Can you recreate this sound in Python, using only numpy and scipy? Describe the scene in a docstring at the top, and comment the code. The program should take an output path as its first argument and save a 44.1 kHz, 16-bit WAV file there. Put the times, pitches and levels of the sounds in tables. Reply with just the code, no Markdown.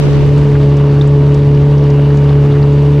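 """Outboard at full speed, from the bow

An outboard motor on a small open metal boat on a river, heard by a stereo microphone at the bow.
The motor is a sum of sines at crankshaft orders, with propeller-shaft side tones and a swelling gear whine.
Water is banded noise with ringing grains of spray and burble; splashes and low-mid buffets are short
dying bursts of noise, each in its own band. Wind is low banded noise at the microphone.
The wide stereo picture narrows towards mono in the first second.
"""
import sys
import numpy as np
from scipy import signal
from scipy.io import wavfile

SR = 44100
rng = np.random.default_rng(int(sys.argv[2]) if len(sys.argv) > 2 else 0)


def file_out(sig):
    """Save sig as 16-bit WAV at sys.argv[1]."""
    # one column per channel
    cols = np.atleast_2d(sig).T
    # limit, then scale
    lim = np.clip(cols, -1, 1)
    pcm = np.round(lim * 32767).astype(np.int16)
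    wavfile.write(sys.argv[1], SR, pcm)


def boost_factor(decibels):
    """Convert a level in decibels to a linear amplitude factor."""
    exponent = np.asarray(decibels, float) / 20
    return 10 ** exponent


N = 132300   # samples

# Wind at the microphone. Each row: frequency in Hz, relative level in dB per Hz.
WIND_SPECTRUM = [(15, -7.5), (35, 1.5), (110, 4), (220, -6.5), (400, -13), (700, -36)]
# Gusts; only a share of the swing about the mean is heard. Each row: time in seconds, level in dB.
GUST_LEVEL = [(0.0, -41), (0.2, -22.5), (0.38, -26), (0.48, -19), (0.53, -31.5), (0.74, -32), (1.58, -31),
              (1.63, -25), (1.82, -46.5), (2.21, -34.5), (2.26, -36), (3.0, -35.5)]
# Rush of water and hull roar. Each row: frequency in Hz, relative level in dB per Hz.
RUSH_SPECTRUM = [(150, -6), (300, -5), (520, -8), (680, -17), (820, -18.5), (1000, -18.5), (1400, -22.5),
                 (2200, -26), (2900, -27.5), (4500, -34), (7000, -46), (10500, -55.5), (12500, -59),
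                 (15500, -73)]
# Side of the rush against its middle. Each row: frequency in Hz, level difference in dB.
RUSH_SIDE_TILT = [(200, 2.5), (450, -1.5), (900, -1.5), (2500, 0.5), (5000, 4), (9000, 9.5), (15000, -1.5)]
# Rushing water; only the swing about the mean is used. Each row: time in seconds, level in dB.
FLOW_LEVEL = [(0.0, -40), (1.13, -44), (3.0, -44)]
# Burble; its swing about the mean is deepened later. Each row: time in seconds, level in dB.
CHURN_LEVEL = [(0.0, -26.5), (0.01, -31.5), (0.05, -32.5), (0.07, -28), (0.11, -29), (0.33, -33.5),
               (0.63, -29.5), (0.68, -36.5), (0.73, -28.5), (1.55, -32), (1.97, -29), (1.98, -26),
               (2.09, -34), (2.1, -26.5), (2.13, -28.5), (2.67, -29.5), (2.97, -31), (3.0, -36)]
# Splashes and low-mid buffets. Each row: start in seconds, peak level in dB, lowest and highest
# frequency in Hz, time to fall 60 dB in seconds.
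SPLASHES_AND_BUFFETS = [(.065, -19, 302, 1480, 0.21), (0.08, -27, 1500, 7560, .02),
                        (.125, -22, 300, 2180, .25), (0.131, -29, 1500, 7920, 0.016),
                        (.145, -30, 2500, 7860, 0.024), (.378, -35.5, 6000, 10500, .05),
                        (0.414, -39, 5130, 10400, .015), (.550, -22, 880, 2240, .08),
                        (.630, -34.5, 3500, 5500, .035), (.767, -34, 4800, 9000, 0.044),
                        (1.011, -17, 3300, 3920, 0.013), (1.018, -32, 3830, 4180, 0.032),
                        (1.017, -30.5, 4200, 8000, 0.011), (1.072, -37.5, 6500, 8500, 0.032),
                        (1.343, -29.5, 3500, 9900, .03), (1.547, -35, 4300, 5830, 0.022),
                        (1.574, -24, 1600, 3607, 0.018), (1.779, -35, 4500, 6500, 0.036),
                        (1.837, -35, 4300, 6240, 0.039), (1.9, -30, 3800, 7302, 0.031),
                        (2.100, -25, 1200, 2010, 0.17), (2.171, -31, 4000, 10100, 0.041),
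                        (2.292, -28, 3200, 5200, 0.029), (2.343, -41, 6500, 8790, 0.029),
                        (2.518, -31, 3200, 4193, 0.042), (2.550, -26.5, 1003, 2000, 0.15),
                        (2.626, -28.5, 3700, 5270, 0.031), (2.727, -40.5, 6200, 8000, .06),
                        (2.978, -27, 1500, 3187, .03)]
# Crankshaft speed. Each row: time in seconds, turns per second in Hz.
CRANK_SPEED = [(0.0, 73.35), (0.04, 71.1), (0.33, 71.16), (0.38, 72.3), (0.56, 70.88), (1.6, 71.22),
               (1.67, 71.8), (1.73, 71.48), (2.0, 71.08), (2.06, 71.4), (2.33, 71.05), (2.41, 71.0),
               (2.74, 71.26), (3.0, 72.27)]
# Motor orders. Each entry: tone frequency in crankshaft turns.
MOTOR_ORDERS = [1, 2, 3, 4, 5, 6, 7, 8, 9, 10, 11, 12, 13, 16]
# Strength of each motor order in turn. Each row: rms level in dB, wavering in dB.
ORDER_LEVELS = [(-21, -0.4), (-7.5, 0.34), (-29, 1.35), (-22.5, 0.65), (-30, 0.9), (-19, 1.07),
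                (-50.5, 8.5), (-32.5, 0.06), (-45.5, 4), (-57.5, 4), (-46, 2), (-43.5, 1.5), (-42, 3.5),
                (-44.5, -0.5)]
# Side tones. Each row: motor order, propeller shaft turns added, rms level in dB.
SHAFT_SIDE_TONES = [(0, 1, -38), (1, 1, -38), (2, 1, -43), (3, 1, -39), (4, -1, -41), (4, 1, -32.5),
                    (5, 1, -44), (6, 1, -40), (7, 1, -48), (8, 1, -51)]
# Gear whine. Each entry: tone frequency in crankshaft turns.
GEAR_ORDERS = [38, 40, 41]
# Swell of each whine tone. Each row: time in seconds, rms level in dB.
WHINE_SWELL = [(0, -50.5), (.4, -56), (0.801, -53), (1.2, -58), (1.8, -57), (1.89, -50), (2.06, -49),
               (2.14, -55), (2.4, -53), (2.8, -52), (3, -55)]


def rms_one(x):
    """Scale to unit rms."""
    return x / np.sqrt(np.mean(x ** 2) + 1e-20)


def curve(rows):
    """Draw a table of time and value as a line over every sample."""
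    return np.interp(np.arange(N) / SR, *np.transpose(rows))


def swing(rows):
    """A level curve around its mean, in dB."""
    db = curve(rows)
    return db - db.mean()


def drift(rate_hz):
    """Slow chance of unit rms: white noise through a double low-pass, computed every 20 samples."""
    r = np.exp(-2 * np.pi * rate_hz * 20 / SR)
    white = rng.standard_normal(N // 20 + 3002)
    slow = signal.lfilter([1], [1, -2 * r, r * r], white)[3000:]   # skip the run-in
    return np.interp(np.arange(N) / 20, np.arange(len(slow)), rms_one(slow - slow.mean()))


def band(x, low_hz, high_hz):
    """Band-pass between two frequencies."""
    sos = signal.butter(2, [low_hz, min(high_hz, 0.45 * SR)], "band", fs=SR, output="sos")
    return signal.sosfilt(sos, x)


def banded_noise(spectrum, slow_db, fast_db, slow_hz, fast_hz, tilt=((20, 0), (20000, 0))):
    """Middle and side rows of unrelated noise in third-octave bands that flicker partly together."""
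    hz, db = np.transpose(spectrum)
    tilt_hz, tilt_db = np.transpose(tilt)
    edges = hz[0] * 2 ** np.arange(0, np.log2(hz[-1] / hz[0]) + 0.2, 1 / 3)
    white = rng.standard_normal((2, 2, N + SR // 4))   # neighbouring bands take turns with two noises
    shared = drift(fast_hz)
    out = 0
    for k, (low, high) in enumerate(zip(edges, edges[1:])):
        centre = np.log(low * high) / 2
        side_db = np.interp(centre, np.log(tilt_hz), tilt_db)
        level = np.interp(centre, np.log(hz), db) + np.array([[0], [side_db]])
        flicker = slow_db * drift(slow_hz) + fast_db * (0.5 * shared + 0.59 * drift(fast_hz))
        out = out + band(white[k % 2], low, high)[:, -N:] * boost_factor(level + flicker)
    return out / np.std(out[0])


def wind():
    """Middle and side of the wind at the microphone: lumpy low noise that follows the gusts."""
    level_db = -23 + 0.35 * swing(GUST_LEVEL)
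    middle, side = banded_noise(WIND_SPECTRUM, slow_db=3.1, fast_db=0.52, slow_hz=1.5, fast_hz=5.9)
    return boost_factor(level_db) * middle, boost_factor(level_db + 4) * side


def water_rush(angle):
    """Middle and side of the rush along the hull: banded noise that pulses once a crankshaft turn."""
    flow = swing(FLOW_LEVEL)
    rush = boost_factor(-24.5) * banded_noise(RUSH_SPECTRUM, slow_db=0.5, fast_db=1.5, slow_hz=5.4, fast_hz=15,
                                     tilt=RUSH_SIDE_TILT)
    rush = rush * (1 + 0.14 * np.cos(angle))
    treble = band(rush, 2000, 16000)
    # the low rush follows only part of the flow's swing
    return boost_factor(0.65 * flow) * (rush - treble) + boost_factor(flow) * treble


def resonate(x, hz, r):
    """Two-pole ring; r is the decay per sample."""
    w = 2 * np.pi * hz / SR
    return signal.lfilter([0, np.sin(w)], [1, -2 * r * np.cos(w), r * r], x + 1e-18)


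def grains(per_s, spread_db, cycles, low_hz, high_hz):
    """Drops or bubbles at random, in clumps, each falling 60 dB over a few cycles; unit rms."""
    sizes = boost_factor(spread_db * np.minimum(rng.exponential(1, N), 4)) * rng.choice([-1, 1], N)
    born = rng.random(N) < per_s / SR * boost_factor(4 * drift(10))   # the drift gathers them into clumps
    pitch = rng.integers(0, 16, N)
    out = 0
    for k, hz in enumerate(np.geomspace(low_hz, high_hz, num=16)):
        ring = resonate(sizes * born * (pitch == k), hz, boost_factor(-60 * hz / (cycles * SR)))
        out = out + boost_factor(-5 * np.log2(hz / low_hz)) * ring   # higher pitches are driven more weakly
    return rms_one(out)


def spray():
    """Fine drops as short high ringing grains that follow the flow."""
    level_db = -48.5 + swing(FLOW_LEVEL)
    return boost_factor(level_db) * grains(per_s=900, spread_db=2.5, cycles=5.4, low_hz=1730, high_hz=9000)


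def burble():
    """Bubbles as lower ringing grains that follow the churn with a deepened swing."""
    level_db = -36.5 + 2.7 * swing(CHURN_LEVEL)
    return boost_factor(level_db) * grains(per_s=300, spread_db=3.5, cycles=7.3, low_hz=614, high_hz=2000)


def hull_hum():
    """The hull hums under the water: narrow noise around 970 Hz with a slow waver."""
    hum = rms_one(band(rng.standard_normal(N), 910, 1030))
    return boost_factor(-40.5 + 1.8 * drift(2.7)) * hum


def splashes_and_buffets():
    """Splashes and low-mid buffets: short dying bursts of dull noise, each in its own band."""
    out = np.zeros(N + 6000)
    t = np.arange(6000) / SR
    rise = 1 - np.exp(-t / 0.0004)
    white = rng.standard_normal((len(SPLASHES_AND_BUFFETS), len(t)))
    dull = signal.sosfilt(signal.butter(2, 4500, fs=SR, output="sos"), white)   # low-pass, Hz
    for (start_s, db, low, high, t60), noise in zip(SPLASHES_AND_BUFFETS, dull):
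        burst = noise * boost_factor(-60 * t / t60) * rise
        burst = band(band(burst, low, high), low, high)
        first = int(start_s * SR)
        out[first:first + len(t)] += boost_factor(db) * burst / np.abs(burst).max()
    return out[:N]


def shaft_angle():
    """Crankshaft angle in radians, the running sum of its speed."""
    return 2 * np.pi * np.cumsum(curve(CRANK_SPEED)) / SR


def wavering_tone(order, db, waver_db, angle):
    """A sine locked to the crankshaft at a multiple of its speed, with a drifting rms level."""
    level = np.sqrt(2) * boost_factor(db + waver_db * drift(9))
    return level * np.cos(order * angle + rng.uniform(0, 2 * np.pi))


def motor_drone(angle):
    """Clean tones at multiples of the crankshaft speed."""
    return sum(wavering_tone(order, db, waver_db, angle)
               for order, (db, waver_db) in zip(MOTOR_ORDERS, ORDER_LEVELS))


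def shaft_tones(angle):
    """Side tones shifted from the motor orders by turns of the slower propeller shaft."""
    gear_ratio = 2.08   # crankshaft turns per propeller shaft turn
    return sum(wavering_tone(order + turns / gear_ratio, db, 1.3, angle)
               for order, turns, db in SHAFT_SIDE_TONES)


def gear_whine(angle):
    """High swelling gear tones inside the breathy ring of the gear case, a band of noise."""
    swell = curve(WHINE_SWELL)
    air = boost_factor(swell + 3) * rms_one(band(rng.standard_normal(N), 2600, 3036))
    return air + sum(wavering_tone(order, swell, 1.5, angle) for order in GEAR_ORDERS)


def motor(angle):
    """Drone, side tones and whine, weaker at first while the picture is still wide."""
    settle_db = -3.5 * np.exp(-np.arange(N) / SR / 0.14)
    return boost_factor(settle_db) * (motor_drone(angle) + shaft_tones(angle) + gear_whine(angle))


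def scene():
    """Left and right from middle and side; the side dies away as the picture closes."""
    t = np.arange(N) / SR
    angle = shaft_angle()
    wind_middle, wind_side = wind()
    rush_middle, rush_side = water_rush(angle)
    engine = motor(angle)
    water = rush_middle + spray() + burble() + hull_hum()
    middle = wind_middle + water + splashes_and_buffets() + engine
    side = boost_factor(-32 * t) * rush_side   # fades in dB per second
    side = side + boost_factor(-34 * t) * (wind_side - boost_factor(-34.5) * engine)
    return middle + side * np.array([[1], [-1]])


def high_hiss():
    """Faint high hiss, separate noise in each channel."""
    low_hz, high_hz = 11500, 14600
    white = rng.standard_normal((2, N))
    return boost_factor(-69) * rms_one(band(band(white, low_hz, high_hz), low_hz, high_hz))


def band_limit(x):
    """A steep low-pass at the top of the band."""
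    return signal.sosfilt(signal.butter(12, 15390, fs=SR, output="sos"), x)


def record(dry):
    """Peaks are rounded softly, hiss is added and the sum is clipped at full scale."""
    top = 2.1   # ceiling of the soft rounding, full scale = 1
    rounded = top * np.tanh(dry / top)
    mix = np.clip(rounded + high_hiss(), -1, 1)
    return band_limit(mix)


dry = scene()
out = record(dry)
file_out(out)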